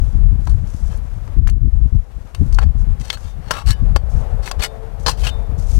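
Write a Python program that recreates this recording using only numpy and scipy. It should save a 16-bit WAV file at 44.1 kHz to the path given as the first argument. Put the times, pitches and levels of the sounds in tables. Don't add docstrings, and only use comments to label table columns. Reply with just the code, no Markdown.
import sys
import numpy as np
from scipy import signal
from scipy.fft import rfft, irfft
from scipy.io import wavfile
from scipy.ndimage import uniform_filter1d

SR = 44100
rng = np.random.default_rng(int(sys.argv[2]) if len(sys.argv) > 2 else 0)


def unload_wav(signal):
    wavfile.write(
        sys.argv[1],
        SR,
        np.round(np.clip(np.atleast_2d(signal).T, -1, 1) * 32767).astype(np.int16),
    )


N = 255339
TIME = np.arange(N) / SR
FREQS = np.fft.rfftfreq(N, 1 / SR)
FILTER_HZ = np.fft.rfftfreq(4096, 1 / SR)

# pitch_hz, level_db
AIR_TONE = [(120, -6.5), (330, -5), (500, -0.5), (780, -3.5), (1600, -12), (2600, -19), (6000, -29),
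            (13000, -32), (15800, -56)]
# pitch_hz, level_db
ENGINE_TONE = [(150, -24), (310, -11), (460, 0), (700, -2), (950, -9), (3200, -32), (5000, -37.5),
               (13000, -44.5), (15800, -69)]
# time_s, rate_hz
FIRING_RATE = [(3.4, 120.1), (4.6, 110.8), (5.79, 116.4)]
# multiple_of_firing_rate, level_db
HUM_NOTES = [(4, -1), (5, -16.5), (6, -5.5)]
# time_s, level_db
ENGINE_LEVEL = [(2.8, -86), (4.0, -47.5), (4.2, -42), (4.95, -48), (5.35, -45), (5.79, -48.5)]
# time_s, level_db
HUM_LEVEL = [(3.8, -44), (4.7, 3), (5.79, -3.5)]

# pitch_hz, level_db
RUMBLE_TONE = [(10, -23), (22, -12.5), (39, 6), (75, -6.5), (124, -19.5), (250, -48), (450, -79),
               (1200, -100)]
FLUTTER_TONE = [(30, 5), (80, 12), (140, 3.5), (230, -6.5), (400, -23), (900, -71)]
# time_s, level_db
BREEZE = [(0, -18), (.66, -23.5), (.74, -26), (1.15, -28.5), (2.08, -38.5), (2.17, -27.5), (2.3, -39.5),
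          (3.3, -31.5), (3.45, -34.5), (4.05, -19.5), (4.7, -36), (5.1, -24), (5.79, -30)]
# start_s, length_s, level_db
GUSTS = [(-.03, 0.095, -23), (.14, 0.17, -13), (.45, 0.12, -17), (.82, 0.088, -18.5), (1.29, 0.093, -24),
         (1.36, 0.22, -9), (1.605, 0.08, -7), (1.72, 0.14, -7), (1.92, 0.073, -5.5), (2.38, 0.13, -19),
         (2.51, 0.19, -11.5), (2.74, 0.099, -16.5), (2.855, 0.07, -14), (2.985, 0.028, -21),
         (3.65, 0.065, -8), (3.8, 0.166, -12.5), (4.115, 0.098, -15), (4.31, 0.1, -20.5),
         (4.55, 0.053, -16), (5.18, 0.073, -20), (5.29, 0.1, -24.5), (5.47, 0.25, -21), (5.72, 0.1, -14)]
# peak_s, level_db
SLAPS = [(0.33, -16.5), (0.617, -20.5), (1.409, -15.5), (1.54, -11.5), (1.634, -15), (2.414, -9),
         (3.377, -27.5), (3.82, -16), (5.78, -16.5)]

# pitch_hz, level_db
SOIL_TONE = [(1500, -13), (2500, -8), (4200, -5), (6200, 1.5), (9000, -5), (13000, -13), (15800, -36)]
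# start_s, length_s, level_db
TRICKLES = [(0, 0.17, -58.5), (.4, 0.43, -59), (.665, 0.3, -52), (1.02, 0.25, -64.5), (1.68, 0.63, -63),
            (2.36, 0.17, -59), (2.77, 0.055, -55.5), (3.17, 0.13, -52.5), (4.09, 0.12, -50),
            (4.99, 0.15, -51), (5.575, 0.18, -48), (5.68, 0.12, -43)]

# pitch_hz, level_db, time_to_fade_60_db_s
BLADE_NOTES = [(820, -7, 0.05), (1121, -12, 1), (1404, -4, .04), (1648, -9, 0.58), (1736, -2, 0.16),
               (2140, -4.5, .1), (2670, -1.5, 0.058), (2978, -2.5, 0.095), (3230, -5.5, 0.034),
               (3597, -12, 0.41), (3840, -5.5, 0.16), (4430, 4.5, 0.06), (4545, -14, 0.1), (4840, -5, 0.18),
               (5790, -0.5, 0.07), (6380, -15.5, .05), (6940, -19, .04)]
BANDS_HZ = [480, 1060, 2300, 4450, 8500]
SCRAPE_TONE = [-2.5, -1.5, -3.5, -3, -8.5]
KNOCK_TONE = [-1, 4.5, -5, -2, -7.5]
# start_s, length_s, swell_db, pitch_hz, level_db, tilt_db_per_octave
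SCRAPES = [(0.868, 0.082, 11.5, 1800, -45, -8), (2.596, 0.023, 2, 4840, -34, -6.5),
           (2.626, 0.013, -15, 5600, -25.5, -6), (2.991, 0.15, -6.5, 5800, -37, 0),
           (3.128, 0.017, -9, 3340, -24.5, -0.5), (3.214, 0.12, -11, 3620, -45, -3),
           (3.407, 0.13, 14, 4260, -39.5, -4.5), (3.521, 0.098, -11, 1280, -27, -3),
           (3.659, 0.055, 15, 4180, -24.5, 0), (4.421, 0.055, -3, 4630, -35, 0),
           (4.457, 0.037, -8, 2270, -29.5, 1), (4.589, 0.038, 11, 4540, -26, -3.5),
           (4.617, 0.035, 1.5, 2160, -17.5, 0), (5.1, 0.012, -1, 3020, -27, 3),
           (5.169, 0.089, 2, 4170, -36.5, 2), (5.229, 0.031, -2, 3173, -24, -1.6),
           (5.264, 0.024, 0, 3640, -21, -1.5)]
# hit_s, decay_s, pitch_hz, level_db, tilt_db_per_octave, stone_boost_db
KNOCKS = [(0.471, 0.0046, 910, -20, -2.5, 6), (0.4922, 0.017, 1090, -35, 1, 2),
          (0.975, 0.00086, 10300, -40, 5.5, 15.5), (1.277, 0.001, 2500, -21, -4.5, 0),
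          (1.4724, 0.0026, 1620, -14, 1, 21.5), (1.4762, 0.0027, 6200, -14, 3.5, 5),
          (1.4889, 0.0026, 2290, -17.5, -7, 14), (1.4973, 0.0024, 2960, -12, 3, 0.5),
          (2.3477, 0.0013, 2800, -11, 0.5, 2), (2.525, 0.022, 5830, -34, 1, 2),
          (2.545, 0.0025, 6040, -31, 0.5, 24.5), (2.5864, 0.0013, 1520, -5.5, -3, 25),
          (2.5868, 0.0019, 820, -9, 1, 14), (3.101, 0.0021, 3300, -5, -1, 19.5),
          (3.171, 0.0051, 1540, -30.5, 0, 10), (3.508, 0.0055, 1610, -0.5, -2, -0.5),
          (3.707, 0.0042, 3930, -15, 3, 5.5), (3.96, 0.0031, 1070, 4.5, -5, -7),
          (4.4751, 0.0026, 1960, -13.5, -2.5, 8.5), (4.5125, 0.0023, 1060, -4.5, -0.5, -1),
          (4.6338, 0.0034, 4320, -9.5, 2, 2), (4.6436, 0.0042, 1920, -28, 8, 17),
          (5.062, 0.019, 4800, -8.5, -4, 9.5), (5.081, 0.0086, 920, -12, 3.5, 16.5),
          (5.0927, 0.0034, 1110, -1.5, -2.5, -29), (5.267, 0.01, 2770, -28.5, 5.5, 21.5)]
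# start_s, favoured_pitch_hz, level_db
RINGS = [(3.255, 3580, -44), (3.512, 1170, -21), (3.718, 2940, -23.5), (4.645, 3470, -36),
         (5.28, 3620, -29)]

# pitch_hz, level_db
LEAK_TONE = [(100, -72.5), (400, -50), (4000, -45), (12000, -34)]
HISS_TONE = [(30, 22.5), (300, 13.5), (2000, 8.5), (13500, 2), (15800, -0.5)]

LEAD_S = .01


def amp(db):
    return 10 ** (np.asarray(db) / 20)


def unit(x):
    return x / np.sqrt(np.mean(x ** 2) + 1e-20)


def curve(rows):
    return np.interp(TIME, *np.transpose(rows))


def tone_db(tone, hz):
    pitches, db = np.transpose(tone)
    return np.interp(np.log(hz + 1), np.log(pitches + 1), db)


def add(mix, start_s, sound):
    part = mix[max(round(start_s * SR), 0):][:len(sound)]
    part += sound[:len(part)]


def shaped(x, tone):
    return irfft(rfft(x) * amp(tone_db(tone, FREQS)), N)


def noise(tone):
    return unit(shaped(rng.standard_normal(N), tone))


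def drift(hz):
    return unit(irfft(rfft(rng.standard_normal(N)) / (1 + (FREQS / hz) ** 4), N))


def swells(rows, rise_s, fall_s=.015):
    power = np.zeros(N)
    for start_s, length_s, db in rows:
        rise = np.clip((TIME - start_s) / rise_s, 0, 1)
        fall = np.exp(-np.maximum(TIME - start_s - length_s, 0) / fall_s)
        power += (amp(db) * rise * fall) ** 2
    return np.sqrt(power)


def air_and_engine():
    midrange = signal.butter(4, [500, 1800], "band", fs=SR, output="sos")
    air, roar = (x / np.std(signal.sosfilt(midrange, x)) for x in (noise(AIR_TONE), noise(ENGINE_TONE)))
    firings = np.cumsum(curve(FIRING_RATE) * (1 + .00251 * drift(4.57))) / SR
    hum = sum(amp(db + 3.5 * drift(6)) * np.sin(2 * np.pi * k * firings) for k, db in HUM_NOTES)
    engine = amp(curve(ENGINE_LEVEL)) * (roar + hum * amp(curve(HUM_LEVEL)))
    flicker = amp(1.4 * drift(25))
    return flicker * (amp(-52) * air + engine)


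def even_noise(tone, samples, floor):
    x = noise(tone)
    return unit(x / np.sqrt(uniform_filter1d(x ** 2, size=samples, mode="wrap") + floor))


def wind(slap_rise_s=.013, slap_fall_s=.022):
    rumble = even_noise(RUMBLE_TONE, samples=2200, floor=.0044)
    flutter = even_noise(FLUTTER_TONE, samples=900, floor=.019)
    strength = np.hypot(amp(curve(BREEZE)), swells(GUSTS, rise_s=.014))
    puffs = strength ** .78 * amp(-18.5 + 5.5 * drift(36))
    slaps = sum(amp(db) * np.exp(-np.maximum((s - TIME) / slap_rise_s, (TIME - s) / slap_fall_s))
                for s, db in SLAPS)
    lumps = amp(2 * drift(12))
    return rumble * lumps * strength + flutter * (puffs + slaps)


def loose_soil(crumbs_per_s=2500):
    sizes = amp(4 * np.minimum(rng.exponential(1, N), 5))
    crumbs = rng.standard_normal(N) * sizes * (rng.random(N) < crumbs_per_s / SR)
    rustle = unit(shaped(unit(crumbs) + 1.2 * rng.standard_normal(N), SOIL_TONE))
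    flow = amp(-79) + swells(TRICKLES, rise_s=.0075)
    return rustle * flow * amp(-5.5 + 1.8 * drift(60))


def grit(loudness, per_s, spread_db):
    n = len(loudness)
    sizes = amp(spread_db * np.minimum(rng.exponential(1, n), 4)) * rng.choice([-1, 1], n)
    clicks = loudness * (sizes * (rng.random(n) < per_s / SR) + .15 * rng.standard_normal(n))
    spectrum = rfft(clicks, 2 * n)
    broad_tone = np.sqrt(abs(uniform_filter1d(abs(spectrum) ** 2, size=n // 50)) + 1e-20)
    return irfft(spectrum / broad_tone)[:n] * np.linalg.norm(loudness)


def contact_tone(tone, level_db, tilt_db, hz, stone_db=0):
    bands = np.array(BANDS_HZ)
    octaves = np.log2(bands / bands[2])
    hump = np.exp(-(np.log2(bands / hz) / .76) ** 2)
    return np.array(tone) + level_db + tilt_db * octaves + stone_db * hump


def buried_blade(x, band_db, steel_db, damping, peak_db=0):
    tone = [(100, band_db[0] + 1.5), (280, band_db[0] - 10), *zip(BANDS_HZ, band_db),
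            (15500, band_db[-1] - 14.5)]
    notes = 0
    for hz, db, _ in BLADE_NOTES:
        louder, higher = rng.standard_normal(2)
        distance = (FILTER_HZ - hz * (1 + .03 * higher)) / (22 + damping * hz)
        notes += amp(db + 3.5 * louder) / (1 + distance ** 2)
    steel = 1 + amp(steel_db) * notes
    steel /= np.sqrt(uniform_filter1d(steel ** 2, size=280))
    ripple = unit(np.convolve(rng.standard_normal(len(FILTER_HZ)), np.hanning(25), "same"))
    ripple_db = 4.5 * np.minimum(FILTER_HZ / 4000, 1) * (np.tanh(ripple) - .2)
    log_gain = np.log(amp(tone_db(tone, FILTER_HZ) + peak_db + ripple_db - 1.5) * steel)
    mirrored = np.r_[log_gain, log_gain[-2:0:-1]]
    response = np.fft.ifft(np.exp(np.conj(signal.hilbert(mirrored)))).real
    return signal.fftconvolve(x, response[:2048])


def resonate(x, hz, width_hz):
    spin = np.exp(2j * np.pi * np.cumsum(hz) / SR)
    feedback = np.exp(-np.pi * width_hz / SR)
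    return 2 * (spin * signal.lfilter([1 - feedback], [1, -feedback], x / spin)).real


def ring(hz, beat_hz=7.5, rise_s=.008):
    t = TIME[:24576]
    out = np.zeros(len(t))
    for note_hz, db, fade_s in BLADE_NOTES:
        cut_db = min(70 * abs(np.log2(note_hz / hz)), 20)
        cycles = note_hz * t + rng.random()
        pair = np.sin(2 * np.pi * cycles) - .4 * np.sin(2 * np.pi * (cycles + beat_hz * t))
        out += amp(db - cut_db - 60 * t / fade_s) * pair
    return out * np.minimum(t / rise_s, 1)


def scrape(length_s, swell_db, hz, level_db, tilt_db):
    t = TIME[:24576]
    progress = np.minimum(t / length_s, 1) - .5
    bite = 1 - np.exp(-t / (.09 * length_s))
    release = np.exp(-np.maximum(t - length_s, 0) / .0088)
    slips, wander = (unit(uniform_filter1d(rng.standard_normal(len(t)), size=n)) for n in (170, 400))
    loudness = bite * release * amp(swell_db * progress + 3 * slips)
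    grains = grit(loudness, per_s=1700, spread_db=3)
    chatter = resonate(grains, hz * 2 ** (.1 * wander - .3 * progress), width_hz=150)
    chatter *= amp(18 + .5 * level_db)
    band_db = contact_tone(SCRAPE_TONE, level_db, tilt_db, hz)
    return buried_blade(grains + chatter, band_db, steel_db=8, damping=.006)


def knock(decay_s, hz, level_db, tilt_db, stone_db):
    t = TIME[:8192] - LEAD_S
    after = np.maximum(t, 0)
    first_crumbs = amp(-26) * np.exp(-abs(t) / .0014)
    crumble = amp(-28.5 - .45 * max(stone_db, 0)) * np.exp(-after / .014)
    crush = (1 - np.exp(-after / .0013)) * (np.exp(-after / decay_s) + crumble)
    grains = grit(first_crumbs + crush, per_s=6000, spread_db=4)
    peak = 1 / (1 + ((FILTER_HZ - hz) / (110 + .045 * hz)) ** 2)
    peak_db = (6 + .17 * stone_db) * (peak - .2)
    band_db = contact_tone(KNOCK_TONE, level_db, tilt_db, hz, stone_db)
    return buried_blade(grains, band_db, steel_db=3, damping=.018, peak_db=peak_db)


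def spade():
    out = np.zeros(N)
    for hit_s, *settings in KNOCKS:
        add(out, hit_s - LEAD_S, knock(*settings))
    for start_s, *settings in SCRAPES:
        add(out, start_s, scrape(*settings))
    for start_s, hz, db in RINGS:
        add(out, start_s, amp(db) * ring(hz))
    return out


def scene():
    garden = spade() + loose_soil() + wind() + air_and_engine()
    right = shaped(garden, LEAK_TONE) + amp(-66) * noise(HISS_TONE)
    return 2 * np.array([garden, right])


def record(dry, ceiling=.93, recovery_db_per_s=15):
    peak_db = 20 * np.log10(abs(uniform_filter1d(dry[0], size=64)) / ceiling + 1e-9)
    recovery = recovery_db_per_s * TIME
    cut_db = np.maximum(np.maximum.accumulate(peak_db + recovery) - recovery, 0)
    limited = dry / amp(uniform_filter1d(cut_db, size=130))
    rounded = limited / (1 + limited ** 6) ** (1 / 6)
    treble_cut = signal.firwin(511, 16000, window=("kaiser", 9), fs=SR)
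    return signal.oaconvolve(rounded, treble_cut[None], "same")


dry = scene()
out = record(dry)
unload_wav(out)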